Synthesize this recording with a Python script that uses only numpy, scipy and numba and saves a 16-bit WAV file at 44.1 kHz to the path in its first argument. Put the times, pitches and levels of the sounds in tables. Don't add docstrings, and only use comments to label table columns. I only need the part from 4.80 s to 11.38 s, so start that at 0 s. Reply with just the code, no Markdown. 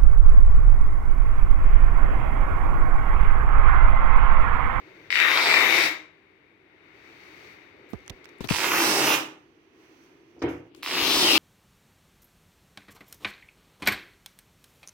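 import sys
import numpy as np
from scipy import signal
from scipy.fft import rfft, irfft
from scipy.io import wavfile
from scipy.ndimage import uniform_filter1d
from numba import njit

SR = 44100
rng = np.random.default_rng(int(sys.argv[2]) if len(sys.argv) > 2 else 0)


def wrap_up_sound(samples):
    columns = np.atleast_2d(samples).T
    tamed = np.clip(columns, -1, 1)
    steps = np.round(tamed * 32767).astype(np.int16)
    wavfile.write(sys.argv[1], SR, steps)


def boost_factor(decibels):
    exponent = np.asarray(decibels, float) / 20
    return 10 ** exponent


N = 290178
T = np.arange(N) / SR

# time in seconds, level in dB.
PULL_CURVES = [
    [(0.303, -22), (0.335, -20), (0.351, -15), (0.415, -18), (0.6, -23), (0.759, -19), (0.96, -19),
     (1.04, -21), (1.09, -29)],
    [(3.686, -32.5), (3.752, -23), (3.79, -24.5), (3.9, -26), (3.972, -22.5), (4.138, -24), (4.266, -21.5),
     (4.342, -23), (4.37, -35)],
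    [(6.025, -32), (6.08, -26.5), (6.18, -23.5), (6.307, -24.5), (6.421, -22.5), (6.521, -21.5),
     (6.555, -19.5), (6.58, -19)],
]
# start in seconds, peak in dB.
STRONG_SNAPS = [(0.303, -10), (0.325, -6.5), (0.355, -4), (0.373, -10.5), (0.388, -7), (0.4, -1),
                (0.425, -5.5), (0.436, -12), (0.484, -7), (0.515, -12), (0.573, -6.5), (0.74, -3.5),
                (0.819, -28), (3.689, -21), (3.721, -17.5), (3.782, -28), (4.068, -24), (6.03, -20.5),
                (6.047, -27), (6.061, -16.5), (6.074, -19.5), (6.091, -29), (6.1, -25), (6.11, -16),
                (6.152, -16.5), (6.184, -31)]
# boom in dB, fizz in dB, fizz held back at first in dB,
# swell in seconds, left minus right in dB.
TABLE_AND_FIBRES = [(-18.5, -21.5, -11.5, 0.17, 1), (-24, -26, -8.5, 0.14, -0.05),
                    (-19.5, -19.5, -21, 0.13, -1.4)]


def tearing():
    luck = rng.random((3, N))
    sizes = np.minimum(rng.exponential(size=(3, N)), 2.2) - 1
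    signs = np.sign(rng.random((3, N)) - 0.5)
    snaps, rest, pan_db = np.zeros((3, N))
    for pull, swell in zip(PULL_CURVES, TABLE_AND_FIBRES):
        boom_db, fizz_db, late_db, swell_s, pull_pan_db = swell
        s, level_db = np.transpose(pull)
        on = (T > s[0]) & (T < s[-1])
        speed = np.clip((T - s[0]) / 0.25, 0, 1)
        snaps_per_s = (250 + 700 * speed) * boost_factor(3.0 * walk(25))

        def snapping(kind, more, spread_db):
            chance = more * snaps_per_s / SR
            return on * signs[kind] * (luck[kind] < chance) * boost_factor(spread_db * sizes[kind]) / np.sqrt(chance)

        effort_db = np.interp(T, s, level_db)
        early = np.exp(-np.maximum(T - s[0], 0) / swell_s)
        glue = snapping(0, 0.97, 3.59)
        boom = 0.5 * band(glue + snapping(1, 1.5, 2.8), 165, 600)
        boom *= boost_factor(boom_db - 21 * early)
        fizz = band(0.23 * glue + snapping(2, 8.0, 1.7), 4500, 20000)
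        fizz *= boost_factor(fizz_db + late_db * early) * np.clip((s[-1] + 0.043 - T) / 0.078, 0, 1)
        snaps += boost_factor(effort_db - 8.5) * glue * (0.43 + 0.77 * speed)
        let_go = np.clip((s[-1] + 0.009 - T) / 0.03, 0, 1)
        rest += boost_factor(0.42 * (effort_db + 23)) * let_go * (T > s[0]) * (boom + fizz)
        pan_db += on * pull_pan_db
    for s, db in STRONG_SNAPS:
        add(snaps, s + 0.001222, boost_factor(db + 7.5) * np.ones(1))
    return cloth(snaps) + rest, uniform_filter1d(pan_db, 2000)


# flap from Hz, flap to Hz, line from Hz, line to Hz, line level in dB.
FLAP_AND_LINE = [(2310, 450, 2330, 2200, 0), (1100, 890, 2500, 2800, 3), (1100, 920, 5500, 2300, 4.5)]


def cloth(snaps):
    latest = np.searchsorted([pull[0][0] - 0.02 for pull in PULL_CURVES[1:]], T)
    start, end = np.transpose([(pull[0][0], pull[-1][0]) for pull in PULL_CURVES])[:, latest]
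    torn = np.clip((T - start) / (end - start), 0, 1)
    from_hz, to_hz, line_from_hz, line_to_hz, line_db = np.transpose(FLAP_AND_LINE)[:, latest]
    flap_hz = to_hz + (from_hz - to_hz) * (1 - torn) ** 2.77
    line_hz = line_from_hz + (line_to_hz - line_from_hz) * torn
    flap = svf(snaps, flap_hz, np.full(N, 0.69))[1]
    flap = flap + boost_factor(-20) * svf(snaps, flap_hz, np.full(N, 0.2))[0]
    line = svf(snaps, line_hz, np.full(N, 0.13))[0]
    line = boost_factor(line_db - 5.5 * (2 - torn) - 15.5) * line
    bright = np.clip(torn / 0.3, 0, 1)
    return (1 - bright) * band(flap, 270, 3700) + bright * band(flap, 300, 4900) + line


@njit
def svf(x, hz, width):
    mid, high, b, l = np.empty(len(x)), np.empty(len(x)), 0., 0.
    for i in range(len(x)):
        g = np.tan(np.pi * hz[i] / SR)
        v = (b + g * (x[i] - l)) / (1 + g * (g + width[i]))
        mid[i] = v
        high[i] = x[i] - width[i] * v - l - g * v
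        b, l = 2 * v - b, l + 2 * g * v
    return mid, high


# start in seconds, level in dB, length in seconds, top in Hz.
PALM_SLAPS = [
    (2.625, -46.5, 0.055, 295),
    (2.969, -48.5, 0.047, 298),
    (5.564, -59.5, 0.051, 600),
    (5.618, -32.5, 0.019, 2750),
    (5.636, -31.5, 0.033, 430),
    (5.656, -41.5, 0.05, 2700),
]


def slaps():
    out = np.zeros(N)
    t = np.arange(SR // 5) / SR
    for s, db, length_s, top_hz in PALM_SLAPS:
        burst = rng.standard_normal((2, len(t))) * np.exp(-(t / length_s) ** 2)
        skin = band(burst[0], 346, max(top_hz, 550), order=4)
        skin = skin + band(burst[0], 0.92 * top_hz, top_hz)
        thump_db = 11.0 if top_hz < 1000 else 6.0
        thump = boost_factor(thump_db) * band(burst[1], 42, min(top_hz, 500))
        add(out, s, boost_factor(db) * (skin + thump))
    return out


# start in seconds, peak in dB, ring in Hz, T60 in seconds,
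# left minus right in dB.
CASE_KNOCKS = [(3.133, -19, 303, 0.049, -25), (3.302, -31, 148, 0.077, -7), (3.607, -15, 247, 0.018, 18),
               (3.643, -25.5, 325, 0.081, 24), (3.708, -10, 235, 0.041, 20), (5.632, -35, 131, 0.059, 3),
               (6.22, -39, 90, .1, 16), (6.36, -35, 90, 0.072, 17)]
# start in seconds, peak in dB, T60 in seconds, left minus right in dB,
# top in Hz.
CASE_TICKS = [(3.09, -62, 0.33, -19, 12000), (3.132, -42, 0.031, -29, 4940), (3.19, -51, .01, -11, 7000),
              (3.204, -51, 0.0086, -7, 7000), (3.262, -51, .02, -18, 9000),
              (3.279, -30.5, 0.0067, -27, 7560), (3.297, -18.5, 0.01, -19, 4200),
              (3.301, -28, 0.01, -25, 6000), (3.443, -41, 0.041, -18, 5800),
              (3.456, -28, 0.0067, -16, 3900), (3.489, -49, 0.036, -27, 5960),
              (3.606, -30.5, 0.18, -9, 4900), (3.642, -30.5, 0.074, 28, 3000),
              (3.674, -24, 0.0027, 19, 8000), (3.701, -18, 0.07, 13, 4000), (5.948, -31.5, 0.02, 5, 4850),
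              (5.96, -50, 0.29, 1, 12000)]
# level in dB, T60 in seconds, from Hz, to Hz.
SKIN_SQUEAK = (-42, 0.06, 3950, 4550)
# start in seconds,
# level in dB, T60 in seconds, low edge in Hz, left minus right in dB.
SCRAPES_AND_FIZZ = [(3.636, -41, 0.06, 3200, 20), (3.687, -11, 0.034, 2350, -1), (3.702, -3, 0.026, 2290, 7.5),
                    (3.1, -61, .2, 11000, -17), (3.583, -52, .02, 7300, -7), (6.028, -41, 0.55, 11000, 8),
                    (5.619, -33, .16, 2560, 2.5), (5.59, -59, 0.42, 4450, -15), (5.62, -61, 0.22, 8100, 9),
                    (5.687, -58.5, 0.32, 9000, 9), (5.621, -37, 0.075, 4600, -12.5),
                    (5.685, -50, 0.39, 4800, -9)]


def fingers():
    out = np.zeros((2, N))
    t = np.arange(SR // 8) / SR
    sides = np.array([[0.5], [-0.5]])
    for s, db, hz, t60, pan_db in CASE_KNOCKS:
        ring = -np.sin(2 * np.pi * hz * t / (1 + 35 * t))
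        ring = ring + 3.4 * band(rng.standard_normal(len(t)), 66, 500)
        sway = boost_factor(4.0 - 60 * t / 0.19) * band(rng.standard_normal((2, len(t))), 42, 95)
        fade = boost_factor(-50 * t / t60) * np.clip(t / 0.0016, 0, 1)
        add(out, s, boost_factor(db + 2.0 + sides * pan_db - abs(pan_db) / 2) * (ring * fade + sway))
    for s, db, t60, pan_db, top_hz in CASE_TICKS:
        grit = rng.standard_normal((2, len(t))) * boost_factor(-60 * t / t60)
        tick = band(grit, 480, top_hz) + 0.21 * band(grit, 11000, 16000)
        add(out, s, boost_factor(db - 7.0 + sides * pan_db) * tick)
    db, t60, from_hz, to_hz = SKIN_SQUEAK
    slip_hz = to_hz + (from_hz - to_hz) * np.exp(-t / 0.037)
    slip = svf(rng.standard_normal(len(t)), slip_hz, np.full(len(t), 0.06))[0]
    add(out, 3.64, boost_factor(db - 60 * t / t60 + sides * 19) * np.clip(t / 0.006, 0, 1) * unit(slip))
    for s, db, t60, low_hz, pan_db in SCRAPES_AND_FIZZ:
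        grit = rng.standard_normal((2, len(t))) * boost_factor(-60 * t / t60) * np.clip(t / 0.0022, 0, 1)
        high_hz = low_hz * (1 + low_hz / 12400)
        add(out, s, boost_factor(db + 1.0 + sides * pan_db) * band(grit, low_hz, high_hz))
    return out


# time in seconds, level in dB.
CALM_LEVEL = [(0, -59.5), (.29, -59), (1.4, -66), (1.61, -67), (1.9, -66), (2.24, -58), (2.64, -55),
              (2.81, -58.5), (2.98, -62), (3.24, -59.5), (3.58, -60.5), (4.65, -70.5), (4.9, -71.5),
              (5.04, -67), (5.24, -66.5), (5.4, -70), (5.9, -71), (6.02, -65)]
# house hum in dB, crisp edge in dB.
GRIP_CALM = [(-49.5, -72.5), (-57.5, -64.5), (-50.5, -76)]
REGRIPS_S = [3.64, 5.9]


def calm():
    air_db = np.interp(T, *np.transpose(CALM_LEVEL))
    lift_db = air_db + 60
    hum_db, crisp_db = np.transpose(GRIP_CALM)[:, np.searchsorted(REGRIPS_S, T)]
    ducked, pulling = np.zeros((2, N))
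    for pull in PULL_CURVES:
        start, end = pull[0][0], pull[-1][0]
        ducked += (T > start) * np.clip(1 - (T - end) / 2.6, 0, 1)
        pulling += (T > start) * (T < end)
    hum_sway_db = 0.41 * lift_db - 7.5 * ducked
    edge_db = crisp_db + 2.1 * lift_db + 3.0
    crisp_db = crisp_db + 2.4 * lift_db
    rumble = boost_factor(hum_db + hum_sway_db + 0.81 * walk(36) + 11.5) * pair(220, 403.5)
    air = boost_factor(air_db + 0.43 * walk(12) + 0.5) * pair(430, 3200)
    edge = boost_factor(edge_db - crisp_db) * (pair(4200, 4800) + 1.1 * pair(5500, 6400))
    crisp = boost_factor(crisp_db + walk(27) + 6.5) * (pair(5000, 20000) + edge)
    shake_db = 8 * uniform_filter1d(pulling, size=4000)
    deep = band(rng.standard_normal((2, N)), 36, 190, order=3) + 2.0 * pair(70, 200)
    deep = boost_factor(0.62 * hum_sway_db - 49.5 + shake_db + walk(2.3)) * deep
    return rumble + air + crisp, deep


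def pair(low_hz, high_hz, size=N):
    mid, side = rng.standard_normal((2, size))
    side = signal.sosfilt(signal.butter(2, 700, "highpass", fs=SR, output="sos"), side)
    return band(np.array([mid + side, mid - side]), low_hz, high_hz)


SCATTER_HZ = 3000
# frequency in Hz, T60 in seconds.
ROOM_DECAY = [(60, 0.75), (300, 0.51), (1500, 0.43), (5000, 0.33), (12000, 0.23)]


def room(x):
    t, tail = np.arange(SR // 2) / SR, 0
    decay_hz, decay_s = np.transpose(ROOM_DECAY)
    for hz in 45 * 2.0 ** np.arange(9):
        t60 = np.interp(np.log(hz), np.log(decay_hz), decay_s)
        octave = pair(hz / 2 ** 0.5, hz * 2 ** 0.5, size=len(t))
        tail = tail + octave * np.sqrt(1 / t60) * boost_factor(-60 * t / t60)
    tail = tail * np.clip(t / 0.012, 0, 1)
    tail = boost_factor(-3) * unit(tail) / np.sqrt(len(t))
    glints = rng.standard_normal(tail.shape) * boost_factor(-60 * t / 0.0012)
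    tail += band(glints / np.sqrt(np.sum(glints ** 2) / 2), SCATTER_HZ, 20000)
    return signal.fftconvolve(x[None], tail, axes=1)[:, :N]


def moving(x):
    turn = 2 * np.pi * 1.3 * T
    return band(x, 24, SCATTER_HZ) + room(x * np.cos(turn)) + room(x * np.sin(turn))


# frequency in Hz, level in dB.
GRIP_COLOURS = [
    ([(317, -16.5), (1710, -7), (2180, 1), (3350, -18), (3760, -8), (4300, -34.5), (5180, -37.5), (15700, -35)], [(317, -14.5), (653, -16.5), (872, -13), (1350, -18.5), (2700, -15.5), (4490, -16.5), (10200, -38.5), (15700, -30.5)]),
    ([(317, 1), (637, -5), (1010, -3.5), (1590, -13), (2290, -5.5), (2700, -12.5), (4070, -15.5), (15700, -21.5)], [(317, 2.5), (579, -8), (2640, -3), (4280, -11), (6140, -9), (7260, -17.5), (9930, -21), (15700, -16)]),
    ([(317, 1.5), (501, -7.5), (1160, -5), (1650, -9), (2770, 0.5), (4600, -7), (7000, -21.5), (15700, -20.5)], [(317, -1), (501, -13), (1220, -7.5), (1480, -15), (2640, -4), (5990, -15), (8000, -28.5), (15700, -27.5)]),
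]
# frequency in Hz, level in dB.
BASS_SLOPE = [(130, -4), (215, -14)]


def ports(x):
    out, edges = 0, [-1, *REGRIPS_S, 9]
    for k, grip in enumerate(GRIP_COLOURS):
        ring = []
        for side in grip:
            bass = [(hz, db + side[0][1]) for hz, db in BASS_SLOPE]
            ring.append(response(bass + list(side)))
        ring = np.array(ring)
        ring = ring / np.sqrt(np.sum(band(ring, 650, 5000) ** 2) / 4)
        held = np.clip((T - edges[k]) / 0.05 + 0.5, 0, 1) * np.clip((edges[k + 1] - T) / 0.05 + 0.5, 0, 1)
        out = out + held * signal.oaconvolve(x, ring, axes=1)[:, :N]
    return out


def response(table, size=2048):
    hz, db = np.transpose(table)
    log_hz = np.log(np.fft.rfftfreq(size, 1 / SR) + 1)
    cepstrum = irfft(np.interp(log_hz, np.log(hz), db) * np.log(10) / 20)
    cepstrum[1:size // 2] *= 2
    cepstrum[size // 2 + 1:] = 0
    return irfft(np.exp(rfft(cepstrum)))


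def unit(x):
    return x / np.sqrt(np.mean(x ** 2))


def band(x, low_hz, high_hz, order=2):
    edges_hz = [low_hz, min(high_hz, 0.45 * SR)]
    return signal.sosfilt(signal.butter(order, edges_hz, "bandpass", fs=SR, output="sos"), x)


def walk(rate):
    k = int(SR / rate)
    held = np.repeat(rng.standard_normal(N // k + 1), k)
    return 1.3 * uniform_filter1d(uniform_filter1d(held, k), k)[:N]


def add(out, at_s, sound):
    i = int(at_s * SR)
    out[..., i:i + sound.shape[-1]] += sound[..., :N - i]


def scene():
    tear, pan_db = tearing()
    heard = moving(tear + slaps()) * boost_factor(np.array([pan_db, -pan_db]) / 2)
    air, deep = calm()
    return band(ports(heard + air), 150, 19000) + deep + fingers()


def low_pass(x):
    return signal.sosfilt(signal.butter(12, 16870, fs=SR, output="sos"), x)


def record(dry):
    hiss = boost_factor(-87.5) * rng.standard_normal(dry.shape)
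    mix = np.tanh(dry + hiss)
    mix = signal.sosfilt(signal.ellip(8, 0.2, 60, 15900, fs=SR, output="sos"), mix)
    return low_pass(mix)


dry = scene()
out = record(dry)
wrap_up_sound(out)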